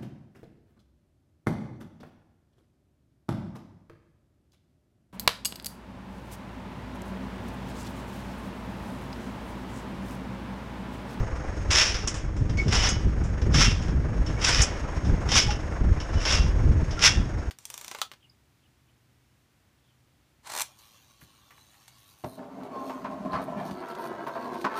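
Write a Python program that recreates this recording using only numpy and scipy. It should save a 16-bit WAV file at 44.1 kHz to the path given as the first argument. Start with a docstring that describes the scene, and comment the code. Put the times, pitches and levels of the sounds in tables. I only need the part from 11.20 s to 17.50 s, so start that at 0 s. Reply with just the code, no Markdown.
"""Rattling cultivator beside an idling tractor

About once a second the steel frame of the cultivator lurches: loose parts hit each other
and its bars rattle and ring. Behind it the tractor's idling diesel knocks steadily, one
burst for each firing, and gusts of wind thump on the opening of a small microphone."""
import sys
import numpy as np
from scipy import signal
from scipy.fft import rfft, irfft
from scipy.io import wavfile

SR = 44100
rng = np.random.default_rng(int(sys.argv[2]) if len(sys.argv) > 2 else 0)


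def waveform_to_disk(signal):
    """Save audio, clipped to [-1, 1], as 16-bit WAV at the path in sys.argv[1]."""
    frames = np.transpose(np.atleast_2d(signal))
    scaled = np.clip(frames, -1, 1) * 32767
    samples = np.round(scaled).astype(np.int16)
    wavfile.write(sys.argv[1], SR, samples)


N = 277874

# Lurches of the frame. A fade time, here and below, is how long a sound takes to drop by 60 dB.
# (start [s], lead-in [s], swell [s], hold [s], fade time [s], top level [dB], size of swell [dB],
#  boost for lower bars [dB], boost for beams [dB])
FRAME_LURCHES = [(0.507, 0.0088, 0.073, 0.023, 0.31, -18, 8.8, 0.5, -5),
                 (0.875, 0.0073, 0.0024, .003, 0.11, -34, 8, -26, 0),
                 (1.528, 0.1, 0.027, .13, 0.22, -29, 1, 1, 5),
                 (2.344, 0.05, 0.072, 0.0031, 0.21, -15.5, 14.7, 0, -2.5),
                 (3.252, 0.08, 0.0084, 0.15, 0.22, -26, -4.5, 1, 2),
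                 (4.113, 0.052, 0.057, 0.0036, 0.18, -14, 15.3, -7, -2.5),
                 (5.051, 0.36, 0.061, 0.031, 0.17, -21.5, 18, 0.5, 4.5),
                 (5.83, 0.055, 0.026, 0.0099, 0.13, -12.5, 8.7, 2, -7)]
# Single steel clanks and two faint engine knocks: (time [s], level [dB], fade time [s], treble [dB])
SINGLE_HITS = [(0.16, -40, 0.12, 2), (0.5127, -10.5, 0.28, 8), (0.6071, -19, 0.88, -13),
               (0.7437, -17, .16, -5), (0.8737, -19, 0.13, 18), (0.942, -24, 0.29, 9),
               (1.1653, -36, 0.27, 9.5), (1.295, -29.5, 0.14, -1), (1.3715, -29.5, 0.67, 3),
               (1.4813, -21.5, .12, 1), (1.525, -12, 0.38, 3.5), (1.5527, -10.5, .15, 0),
               (1.635, -12, 0.31, -4), (1.6898, -15, 0.093, 13.5), (2.037, -36, .3, 12.5),
               (2.217, -28, .13, -1), (2.3419, -10.5, .29, 1), (2.4135, -6, 0.049, 0),
               (2.624, -30.5, 0.17, 8), (2.6823, -31, 0.14, 0), (3.063, -28.5, 0.31, 2),
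               (3.2163, -24, 0.38, 7), (3.2452, -19, 0.13, 16), (3.2853, -7.5, 0.14, 9.5),
               (3.418, -15.5, 0.12, 21.5), (3.768, -37, 0.12, 0), (3.8488, -32, 0.3, -4),
               (4.0885, -16.5, 0.12, 2), (4.1173, -9.5, 0.14, -3), (4.156, -7, 0.17, 4),
               (4.3055, -19, 0.16, -8), (4.8012, -24.5, 0.15, -4), (5.0135, -24.5, 0.33, 3),
               (5.052, -14.5, 0.7, -7), (4.94, -31, .15, 0), (5.7082, -27, 0.29, -1),
               (5.7921, -15, 0.039, 1), (5.8319, -11.5, 0.35, 6.5), (6.1838, -42, 0.15, -2)]
# Tone colour of a blow on the frame: (frequency [Hz], level [dB])
FRAME_COLOUR = [(300, -3.5), (480, 1.5), (820, 3.5), (1340, 4), (2160, 2.5), (2830, 2), (3650, 1.5),
                (4150, -5), (4700, -1), (5400, 8.5), (6100, 0.5), (7200, -8), (8500, -19.5), (10700, -24),
                (11700, -35), (14300, -56)]
# Notes at which the bars ring: (frequency [Hz], level [dB], fade time [s])
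BAR_NOTES = [(635, -4, .1), (820, -9, .08), (1550, -8, .1), (1814, -7, .15), (2010, -5, .2),
             (2208, -3, .18), (2481, -6, .18), (2743, -1, .25), (2969, -2, .32), (3139, -7, .3),
             (3334, -6, .35), (3585, -7, .15), (4684, -11, .25), (4880, -6, .12), (5071, -2, .15),
             (5206, -3, .15), (5272, -3, .15), (5336, -1, .15), (5436, -1, .12), (5580, -4, .12),
             (5831, -4, .15), (6450, -11, .15), (7180, -17, .12), (9240, -26, .12), (10600, -33, .06)]
# Short tones of a joint or a lone bar: (time [s], frequency [Hz], level [dB], rise [s], fade time [s])
JOINT_TONES = [(.545, 375, -32, .02, .1), (1.368, 2218, -24, .035, .12), (1.372, 4420, -42, .012, .07),
               (1.372, 6550, -42, .008, .07), (1.378, 13780, -60, .02, .07), (1.688, 6480, -30, .002, .22),
               (2.41, 1350, -25, .008, .1), (3.165, 2230, -43, .015, .08), (3.062, 5400, -40, .004, .12),
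               (4.278, 832, -31, .02, .16), (4.8, 2970, -42, .004, .2), (4.95, 2970, -43, .03, .25),
               (5.772, 1380, -35, .012, .12)]
# Loudness of the diesel's knock: (time [s], level [dB])
ENGINE_LEVELS = [(0.0, -40.5), (0.74, -44), (1.14, -46.5), (1.49, -44.5), (3.09, -43), (3.4, -39),
                 (4.74, -42.5), (5.0, -40.5), (5.93, -42.5), (6.3, -44)]
# Tone colour of the engine block: (frequency [Hz], level [dB])
ENGINE_COLOUR = [(150, -8), (260, -8), (500, -7), (900, -12), (1700, -15), (2400, -23.5), (3200, -32.5),
                 (4200, -38.5), (5000, -36), (5600, -29.5), (6050, -43.5), (6450, -28), (7000, -41.5),
                 (9500, -49), (11000, -59), (14500, -56)]
# Steady wind on the microphone: (time [s], thump level [dB], brighter edge compared with thump [dB])
STEADY_WIND = [(0.0, -28, -13), (0.86, -37.5, -6), (1.24, -30, -4.5), (1.79, -29, -3), (2.23, -37, -9),
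               (2.47, -30.5, -12), (2.81, -28.5, 1), (3.67, -34, -7), (4.09, -30.5, -4), (4.37, -31.5, -6),
               (5.05, -34, -12), (5.37, -28.5, -6.5), (6.16, -34, -1.5), (6.3, -35, -15)]
# Gusts on top of the steady wind: (time [s], boost [dB], width [s], extra boost for the edge [dB])
WIND_GUSTS = [(0.0, 9.5, 0.024, 1), (0.484, 9.5, 0.028, -2), (0.857, 6, 0.025, 7), (1.215, 6.5, 0.022, 0.5),
              (1.486, -2, 0.072, 11), (1.6, 11.5, 0.021, -18), (1.87, 9.5, 0.03, -4.5),
              (2.005, 12.5, 0.032, -2.5), (2.335, 11.5, 0.15, 9), (2.752, 5.5, 0.038, -5.5),
              (3, 6.5, 0.058, -7), (3.393, 9.5, 0.036, -5.5), (3.919, 10, 0.038, 3), (4.15, 5.5, 0.029, -2),
              (4.273, 9, 0.017, -6.5), (4.692, 13, 0.064, 2.5), (4.969, 14, 0.038, -6),
              (5.2, 11.5, 0.072, -3), (5.476, 8, 0.089, 3.5), (5.986, 15, 0.02, -6.5)]
# Tone colour of the wind: (frequency [Hz], level [dB])
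WIND_COLOUR = [(7.1, -9.5), (12, -12), (37, -0.5), (60, 0), (135, -6), (209, -10.5), (308, -15), (500, -21),
               (650, -25), (1100, -120)]


def rattle(hits_per_s):
    """While the frame lurches, small bars, lower bars and beams take many tiny hits at random."""
    hits = rng.choice([-1, 1], N) * (rng.random(N) < hits_per_s / SR)
    hits = unit_level(hits) * from_db(1.5 * drift(45))
    small, lower, beams = np.zeros((3, N))
    for *shape, lower_db, beams_db in FRAME_LURCHES:
        level_db = lurch_db(*shape)
        small += from_db(level_db)
        swing_db = level_db + 25   # the bigger parts follow only a share of this swing
        lower += from_db(-31.5 + lower_db + 0.78 * swing_db)
        beams += from_db(-34.5 + beams_db + 0.94 * swing_db)
    low_hz, high_hz = 1000, 2600
    # the minus sign stops neighbouring bands from cancelling where they meet
    return (band(hits * small, "high", high_hz) - band(hits * lower, "band", (low_hz, high_hz))
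            + band(hits * beams, "low", low_hz))


def lurch_db(start, lead_in, swell, hold, fade_s, top_db, swell_db):
    """The level of one lurch: it creeps in, swells, holds, then drops and leaves a longer jingle."""
    t = np.arange(N) / SR - start
    lead_in_db = 37.5 * np.minimum(t, 0) / lead_in
    below_top_db = swell_db * np.clip(1 - t / swell, 0, 1) ** 0.76
    drop_db = -60 * np.maximum(t - swell - hold, 0) / fade_s
    jingle, times_longer = from_db(-11), 2.57
    fall = (from_db(drop_db) + jingle * from_db(drop_db / times_longer)) / (1 + jingle)
    return top_db + lead_in_db - below_top_db + 20 * np.log10(fall + 1e-30)


def clanks(tick_db, bounce_db):
    """Each clank or knock is a tick, then bounces that die away, with its own amount of treble."""
    out = np.zeros(N)
    t = np.arange(SR // 4) / SR
    for start, level_db, fade_s, treble_db in SINGLE_HITS:
        clank = rng.standard_normal(len(t)) * from_db(level_db + bounce_db - 60 * t / fade_s)
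        clank[0] = from_db(level_db + tick_db)
        clank += (from_db(treble_db) - 1) * band(clank, "band", (6430, 10000))
        at = round(start * SR)
        out[at:at + len(t)] += clank[:N - at]
    return out


def steel_frame(blows, ring_db):
    """Blows make the frame crack and set every bar ringing, each by its own changing amount."""
    out = coloured(blows, FRAME_COLOUR)
    shares = from_db(4 * drift(8))
    rubbing = from_db(3 * drift(40))   # loose bars touch as they ring, which roughens each note
    for hz, level_db, fade_s in BAR_NOTES:
        shift = rng.integers(N)   # so the notes do not waver together
        note = ring(blows * np.roll(shares, shift), hz, fade_s)
        out += from_db(level_db + ring_db) * np.roll(rubbing, shift) * note
    return out


def joint_tones():
    """A joint or a lone bar sings briefly: the tone swells, then fades, a little rough."""
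    out = np.zeros(N)
    for start, hz, level_db, rise_s, fade_s in JOINT_TONES:
        t = np.maximum(np.arange(N) / SR - start, 0)
        rise = np.minimum(t / rise_s, 1)
        fall = from_db(level_db - 60 * np.maximum(t - rise_s, 0) / fade_s)
        out += rise * fall * np.sin(2 * np.pi * hz * t)
    return out * from_db(3 * drift(90))


def diesel(firings_per_s, sharpness, roar_db, hiss_db):
    """Each firing knocks through the block; the engine's steady roar, hiss and hum fill the gaps."""
    t = np.arange(N) / SR
    firings = 0.52 + firings_per_s * t + 0.033 * t ** 2   # the engine slowly gains speed
    number, progress = np.divmod(firings, 1)
    strength = from_db(1.8 * rng.standard_normal(200))[number.astype(int)]
    bursts = strength * np.minimum(progress / 0.41, 1) * np.exp(-sharpness * progress)
    hiss = band(rng.standard_normal(N), "high", 3500) * from_db(hiss_db + 2.5 * drift(20))
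    pulsing_roar = rng.standard_normal(N) * (bursts + from_db(roar_db))
    knock = coloured(pulsing_roar + hiss, ENGINE_COLOUR)
    knock /= np.std(band(knock, "band", (500, 2000)))   # the middle frequencies set the level
    hum_hz = 309.4 + 2.37 * drift(3.74)
    hum = np.sin(2 * np.pi * np.cumsum(hum_hz) / SR) * from_db(-47 + drift(5.7))
    return from_db(over_time(ENGINE_LEVELS)[0]) * knock + hum


def wind(lumpy_db):
    """Swirls of air cross the microphone in lumps, making a low thump and its brighter edge."""
    t = np.arange(N) / SR
    thump_db, edge_db = over_time(STEADY_WIND)
    for middle, boost_db, width, edge_boost_db in WIND_GUSTS:
        gust = np.exp(-.5 * ((t - middle) / width) ** 2)
        thump_db += boost_db * gust
        edge_db += edge_boost_db * gust
    swirls = rng.standard_normal(N) * from_db(lumpy_db * drift(33))
    pressure = coloured(swirls, WIND_COLOUR)
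    thump = unit_level(band(pressure, "low", 71.3))
    edge = unit_level(band(pressure, "band", (71.3, 480)))
    return from_db(thump_db) * (thump - from_db(edge_db) * edge)   # minus, as in the rattle


def from_db(db):
    """Turn decibels into a number to multiply by."""
    return 10 ** (np.asarray(db) / 20)


def unit_level(x):
    """Scale a signal so its average power is 1."""
    return x / np.sqrt(np.mean(x ** 2) + 1e-20)


def over_time(rows):
    """Join a table's points with straight lines: one curve for each column after the time."""
    times, *columns = np.transpose(rows)
    return [np.interp(np.arange(N) / SR, times, column) for column in columns]


def drift(hz):
    """A smooth random wobble of about size 1; a higher hz makes it quicker."""
    r = np.exp(-2 * np.pi * hz / SR)
    wobble = signal.lfilter([1], [1, -2 * r, r * r], rng.standard_normal(N + SR))
    return unit_level(wobble[SR:])


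def coloured(x, colour):
    """Give a sound a tone colour; plain white noise keeps its power."""
    hz, level_db = np.transpose(colour)
    grid_hz = np.maximum(np.fft.rfftfreq(8192, 1 / SR), 1)
    gains = from_db(np.interp(np.log(grid_hz), np.log(hz), level_db))
    # fold the filter so that it sounds only after a hit, never before (minimum phase)
    folded = irfft(np.log(gains))
    folded[1:4096] *= 2
    folded[4097:] = 0
    response = irfft(np.exp(rfft(folded)))
    return signal.fftconvolve(x, response / np.linalg.norm(response))[:N]


def band(x, kind, hz):
    """Keep the lows, the highs or a band in between."""
    return signal.sosfilt(signal.butter(2, hz, kind, fs=SR, output="sos"), x)


def ring(x, hz, fade_s):
    """Every click in x starts a pure tone that dies away."""
    decay, angle = from_db(-60 / (fade_s * SR)), 2 * np.pi * hz / SR
    return signal.lfilter([0, np.sin(angle)], [1, -2 * decay * np.cos(angle), decay ** 2], x + 1e-18)


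def scene():
    """Mix the cultivator, the engine and the wind into one channel."""
    blows = rattle(hits_per_s=2200) + clanks(tick_db=-7, bounce_db=-12.5)
    frame = steel_frame(blows, ring_db=-45.5)
    engine = diesel(firings_per_s=23.7, sharpness=1.8, roar_db=-14, hiss_db=-3)
    gusts = wind(lumpy_db=2.6)
    return (frame + joint_tones() + engine + gusts)[None]


def record(dry):
    """The microphone rounds off loud peaks and loses the highest treble."""
    rounded = .8 * np.tanh(dry / .8)
    return signal.sosfilt(signal.cheby2(10, 60, 14630, fs=SR, output="sos"), rounded)


dry = scene()
out = record(dry)
waveform_to_disk(out)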